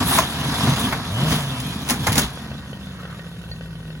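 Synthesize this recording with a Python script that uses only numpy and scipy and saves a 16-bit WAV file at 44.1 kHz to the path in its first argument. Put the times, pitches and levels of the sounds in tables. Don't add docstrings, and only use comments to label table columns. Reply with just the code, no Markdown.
import sys
import numpy as np
from scipy import signal
from scipy.fft import rfft, irfft, next_fast_len
from scipy.io import wavfile
from scipy.ndimage import uniform_filter1d, map_coordinates

SR = 44100
rng = np.random.default_rng(int(sys.argv[2]) if len(sys.argv) > 2 else 0)


def to_wav(sig):
    pcm = np.clip(np.atleast_2d(sig), -1, 1) * 32767
    pcm = np.round(pcm).astype(np.int16)
    wavfile.write(sys.argv[1], SR, pcm.T)


N = 176400


def amp(db):
    return 10 ** (np.asarray(db) / 20)


def unit_rms(x):
    return x / np.sqrt(np.mean(x ** 2) + 1e-20)


def clock():
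    return np.arange(N) / SR


def along(points, hz):
    freqs, values = np.transpose(points)
    return np.interp(np.log(hz + 1), np.log(freqs + 1), values)


def curve(rows, column=1):
    rows = np.asarray(rows)
    return np.interp(clock(), rows[:, 0], rows[:, column])


def wobble(per_s):
    return map_coordinates(rng.standard_normal(2000), [clock() * per_s], mode="mirror")


def filtered(x, response):
    size = next_fast_len(N + 8192)
    return irfft(rfft(x, size) * response(np.fft.rfftfreq(size, 1 / SR)), size)[..., :N]


def coloured(x, colour):
    top_hz = colour[-1][0]
    return unit_rms(filtered(x, lambda hz: amp(along(colour, hz)) / np.maximum(1, hz / top_hz) ** 3))


def clatter(colour, per_s, t60, spread_db, pieces=8):
    t = np.arange(SR // 12) / SR
    struck = rng.random((pieces, 1, N)) < per_s / pieces / SR
    hits = struck * amp(spread_db * np.clip(rng.standard_normal(struck.shape), -2, 2))
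    rings = rng.standard_normal((pieces, 2, len(t))) * amp(-60 * t / t60)
    hits *= rng.choice([-1, 1], hits.shape)
    return coloured(signal.oaconvolve(hits, rings, axes=2).sum(0)[:, :N], colour)


def burst(s, rise, t60):
    t = clock() - s
    return amp(np.maximum(np.where(t < 0, 20 * t / rise, -60 * t / t60), -200))


def ring(s, hz, t60, attack):
    t = np.maximum(clock() - s, 0)
    return np.sin(2 * np.pi * hz * t) * amp(np.maximum(-60 * t / t60, -200)) * (1 - np.exp(-t / attack))


def crunchy(x, patchy_db):
    spectrum = signal.stft(x, nperseg=512)[2]
    patches = uniform_filter1d(rng.standard_normal(spectrum.shape[1:]), size=5, axis=0)
    patches = unit_rms(uniform_filter1d(patches, size=7, axis=1))
    return unit_rms(signal.istft(spectrum * amp(patchy_db * patches), nperseg=512)[1][:, :N])


# time in seconds, then frame, board and splinter levels in dB.
WRECK = [(0,-18,-24.5,-27),(.05,-23.5,-28.5,-30.5),(.16,-26,-21,-24.5),(.24,-29,-27.5,-30),(.31,-33.5,-33,-32),(.45,-28.5,-29,-33),(.58,-26,-28,-26),(.7,-19,-27.5,-27),(.77,-25,-28,-29.5),(.86,-25,-29,-27.5),(1.03,-32,-33.5,-39.5),(1.14,-39,-37,-35.5),(1.21,-26,-27,-33),(1.34,-24,-28,-27),(1.43,-32.5,-35,-36),(1.95,-31.5,-39,-36.5),(2.22,-21.5,-28.5,-27.5),(2.3,-44,-38.5,-41),(2.54,-38.5,-43.5,-49),(2.75,-42,-48,-48),(4,-59,-53,-51)]
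# peak time in seconds, level in dB, rise and t60 in seconds.
SHOWERS = [(.075,-23.5,0.027,0.23),(.16,-22,0.074,0.19),(0.803,-28,0.026,0.055)]
# frequency in Hz, gain in dB.
FRAME_COLOUR = [(25,-42),(42,-7.5),(130,0.5),(260,0),(360,-15.5),(550,-17),(1200,-35)]
BOARD_COLOUR = [(200,-31),(380,1),(520,-5.5),(700,3),(1080,3.5),(1600,0),(2400,-5),(4500,-5)]
SPLINTER_COLOUR = [(1200,-14),(2300,-4),(3400,6.5),(4500,-5.5),(10500,-9)]
DEBRIS_COLOUR = [(4000,-39),(8300,-3.5),(10800,-6.5),(16000,-11)]

def collapse():
    frame_gain, board_gain, splinter_gain = (amp(curve(WRECK, column)) for column in (1, 2, 3))
    showers = sum(amp(db) * burst(s, rise, t60) for s, db, rise, t60 in SHOWERS)
    debris_gain = amp(-10.5) * splinter_gain + showers
    frame = clatter(FRAME_COLOUR, per_s=500, t60=0.045, spread_db=0)
    boards = clatter(BOARD_COLOUR, per_s=600, t60=0.067, spread_db=0.5)
    splinters = crunchy(clatter(SPLINTER_COLOUR, per_s=600, t60=0.06, spread_db=1), patchy_db=3)
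    debris = crunchy(clatter(DEBRIS_COLOUR, per_s=910, t60=0.044, spread_db=3.5), patchy_db=4)
    return frame_gain * frame + board_gain * boards + splinter_gain * splinters + debris_gain * debris


# frequency in Hz, gain in dB.
EXHAUST_COLOUR = [(25,-30),(55,-5.5),(170,0),(310,-16.5),(480,-17.5),(900,-42)]

def exhaust():
    return amp(-38.5) * coloured(rng.standard_normal((2, N)), EXHAUST_COLOUR)


def hum_tone(rows, roughness, octave_db):
    hz = curve(rows) * (1 + roughness / 10 * wobble(35))
    phase = 2 * np.pi * np.cumsum(hz) / SR
    tone = np.sin(phase) + amp(octave_db) * np.sin(2 * phase)
    return amp(curve(rows, column=2)) * unit_rms(tone * (1 + roughness * wobble(45)))


# time in seconds, pitch in Hz, level in dB.
LOW_HUM = [(2.4,69,-39.5),(3.35,66.9,-45.5),(3.5,60,-36.5),(4,51.13,-43.5)]
HIGH_HUM = [(2.2,228,-60),(2.5,220,-39),(2.7,203,-44),(2.85,190,-38),(3.15,169,-38),(3.67,166,-37),(4,154,-37)]

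def hum():
    low = hum_tone(LOW_HUM, roughness=0.13, octave_db=-1.5)
    high = hum_tone(HIGH_HUM, roughness=0.1, octave_db=-35)
    return low + high


# pitch in Hz, relative level in dB, t60 in seconds.
BEAM_MODES = [(652,-5,0.056),(1028,3,0.032)]
BANG_S, BANG_DB = 0.1865, -1.5

def bang():
    return sum(amp(BANG_DB + db) * ring(BANG_S, hz, t60, attack=0.0025) for hz, db, t60 in BEAM_MODES)


# peak time in seconds, crack and snap levels in dB, rise and t60 in seconds.
BREAKS = [(0.188,-16,-16.5,0.016,0.083),(0.674,-26,-33,0.037,0.34),(0.931,-19,-33,0.021,0.077),(1.32,-29.5,-27,0.057,0.51),(1.602,-34.5,-25.5,0.0025,0.036),
          (1.909,-22,-24.5,0.046,0.22),(2.071,-15.5,-21.5,0.0072,0.15),(2.184,-18.5,-18.5,0.028,0.17)]
# peak time in seconds, level in dB.
SNAPS = [(.927,-37),(1.8895,-21),(1.8985,-19.5),(1.907,-17.5),(2.0686,-24),(2.121,-21),(2.13,-22),(2.156,-19),(2.18,-15),(2.193,-21)]
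# frequency in Hz, gain in dB.
CRACK_COLOUR = [(150,-18),(400,-5),(680,-4.5),(1050,0.5),(1900,-1),(2500,-11),(6000,-30)]
SNAP_COLOUR = [(1000,-26),(1800,12),(6800,13),(10500,9.5),(16000,4.5)]

def breaking_beams():
    envelopes = np.array([burst(s, rise, t60) for s, _, _, rise, t60 in BREAKS])
    _, crack_db, snap_db, _, _ = np.transpose(BREAKS)
    single_snaps = sum(amp(db) * burst(s, rise=0.002, t60=0.035) for s, db in SNAPS)
    crack = clatter(CRACK_COLOUR, per_s=2500, t60=0.025, spread_db=1)
    snap = clatter(SNAP_COLOUR, per_s=4000, t60=0.01, spread_db=2)
    return (amp(crack_db) @ envelopes) * crack + (amp(snap_db) @ envelopes + single_snaps) * snap


# peak time in seconds, pitch in Hz, level in dB, rise and t60 in seconds.
SQUEALS = [(.612,5330,-33,.04,.13),(1.52,2650,-42,.1,.5),(1.68,2500,-43,.08,1.1)]

def squeals(sag_hz_per_s=350):
    sound = np.zeros(N)
    for s, hz, db, rise, t60 in SQUEALS:
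        phase = 2 * np.pi * np.cumsum(hz - sag_hz_per_s * (clock() - s)) / SR
        rasp = 1.3 * wobble(hz / 20)
        sound += amp(db) * burst(s, rise, t60) * np.sin(phase + rasp)
    return sound


# start in seconds, pitch in Hz, level in dB, t60 in seconds.
THUDS = [(.685,136,-13,0.15),(.84,255.5,-15,0.18),(1.314,84,-15,0.15),(1.759,189,-19.5,0.098),(1.915,248,-13,0.11),(2.089,113,-10.5,0.12),(2.178,238,-10,0.091),(2.237,56.7,-20,0.21)]

def thuds():
    return sum(amp(db) * ring(s, hz, t60, attack=0.0013) for s, hz, db, t60 in THUDS)


# time in seconds, pitch in Hz, level in dB.
GROAN = [(1.02,77.85,-53),(1.1,87.6,-27),(1.26,155.5,-17.5),(1.33,157.7,-22.5),(1.42,142.8,-30),(1.6,124.1,-33),(1.85,108.6,-56)]
# frequency in Hz, gain in dB.
GROAN_COLOUR = [(160,4.5),(380,-23),(620,-11.5),(800,-21),(1150,-25),(2000,-35)]
# time in seconds, level in dB.
WHINE = [(1.05,-74),(1.16,-32),(1.72,-46),(1.95,-82)]
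WHINE_HZ, WHINE_HALF_WIDTH_HZ = 3050, 130

def groan(harmonics=32):
    hz = curve(GROAN)
    orders = np.arange(1, harmonics + 1)[:, None]
    partials = np.sin(2 * np.pi * (orders * np.cumsum(hz) / SR + rng.random((harmonics, 1))))
    body = unit_rms((partials * amp(along(GROAN_COLOUR, orders * hz))).sum(0))
    detuning = (orders * hz - WHINE_HZ) / WHINE_HALF_WIDTH_HZ
    whine = unit_rms((partials / (1 + detuning ** 2)).sum(0))
    return amp(curve(GROAN, column=2)) * body + amp(curve(WHINE)) * whine


# start in seconds, strength in dB.
CLANKS = [(2.375,-28.5),(2.516,-28.5),(2.731,-28),(2.83,-41),(3.053,-31),(3.194,-31),
          (3.267,-32.5),(3.439,-38),(3.515,-33),(3.61,-30.5),(3.754,-38),(3.904,-32)]
TICK_DB, TICK_SWING_DB, HUM_CYCLES_PER_TICK = -42.5, 3, 4

def contacts():
    cues = list(CLANKS)
    starts = [s for s, _ in CLANKS]
    for start, end in zip(starts, starts[1:] + [N / SR]):
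        per_s = curve(HIGH_HUM)[round(start * SR)] / HUM_CYCLES_PER_TICK
        ticks = np.linspace(start, end, round((end - start) * per_s), endpoint=False)[1:]
        for k, s in enumerate(ticks):
            cues.append((s, TICK_DB - TICK_SWING_DB * (-1) ** k + rng.normal(0, 1.6)))
    return cues


# pitch in Hz, relative level in dB, t60 in seconds.
STEEL_MODES = [(1510,2,0.05),(1875,-6,0.14),(2690,-3,0.05),(3050,-4,0.06),(3545,-12,0.1),(4310,-9,.05)]

def steel_ring():
    t = np.arange(SR // 4) / SR
    sound = np.zeros((2, len(t)))
    for hz, db, t60 in STEEL_MODES:
        envelope = amp(db + rng.normal(0, 2.4) - 60 * t / t60)
        drift = rng.random((2, 1)) + np.cumsum(rng.normal(0, 0.022, sound.shape), axis=1) / np.pi
        sound += envelope * np.sin(2 * np.pi * (hz * t + drift))
    return sound


# frequency in Hz, gain in dB.
KNOCK_COLOUR = [(250,-16),(520,6),(950,-13),(6000,-30)]
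KNOCK_GAIN_DB, STEEL_DB, STEEL_DB_PER_KNOCK_DB = 6.5, -45, 0.6

def clanks():
    blows, steel = np.zeros(N), np.zeros((2, N + SR))
    for s, db in contacts():
        start = round(s * SR)
        blows[start] = amp(db + KNOCK_GAIN_DB)
        strike = amp(STEEL_DB + STEEL_DB_PER_KNOCK_DB * (db - TICK_DB)) * steel_ring()
        steel[:, start:start + strike.shape[1]] += strike
    knocks = coloured(blows, KNOCK_COLOUR)
    knocks *= blows.max() / np.abs(knocks).max()
    ping = amp(-27) * ring(s=3.514, hz=4400, t60=0.09, attack=0.00042)
    return direct_only(knocks + ping) + steel[:, :N]


# time in seconds, level in dB.
SCRAPE = [(2.8,-61),(3.0,-44.5),(3.15,-45.5),(3.45,-62)]
# frequency in Hz, gain in dB.
SCRAPE_COLOUR = [(900,-9),(1350,2),(2000,-7)]

def scrape():
    return amp(curve(SCRAPE)) * clatter(SCRAPE_COLOUR, per_s=530, t60=0.04, spread_db=0)


def forest(x, t60=0.16, wet_db=-14, build_s=0.0086):
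    t = np.arange(SR * 3 // 4) / SR
    tail = rng.standard_normal((2, len(t))) * amp(-60 * t / t60) * (1 - np.exp(-t / build_s))
    return x + amp(wet_db) * signal.fftconvolve(x, tail / np.linalg.norm(tail[0]), axes=1)[:, :N]


def direct_only(x):
    return np.array([x, np.zeros(N)])


# frequency in Hz, likeness from 0 to 1.
LIKENESS = [(280,.965),(550,.88),(1050,.85),(2200,.35),(3200,.7),(5200,.15),(8300,.96),(15000,.95)]
LAG_FROM_HZ, HZ_PER_LAG_CYCLE = 1200, 4830

def microphones(buses):
    def width(hz):
        angle = np.arccos(np.clip(along(LIKENESS, hz), -1, 1)) / 2
        return np.array([np.cos(angle), np.sin(angle)])

    def lag(hz):
        angle = 2 * np.pi * np.maximum(hz - LAG_FROM_HZ, 0) / HZ_PER_LAG_CYCLE
        return np.exp(0.5j * np.outer([-1, 1], angle - np.sin(2 * angle) / 2))

    direct, diffuse = filtered(buses, width)
    return filtered(np.array([direct + diffuse, direct - diffuse]), lag)


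def scene():
    low = direct_only(bang() + thuds() + groan() + hum()) + exhaust()
    clattering = forest(collapse() + breaking_beams() + scrape() + clanks())
    return microphones(low + clattering) + squeals()


def record(dry, low_cut_hz=33, top_hz=15900):
    rounded = dry / (1 + np.abs(dry) ** 6) ** (1 / 6)
    return filtered(rounded, lambda hz: (hz < top_hz) * hz ** 4 / (hz ** 4 + low_cut_hz ** 4))


dry = scene()
out = record(dry)
to_wav(out)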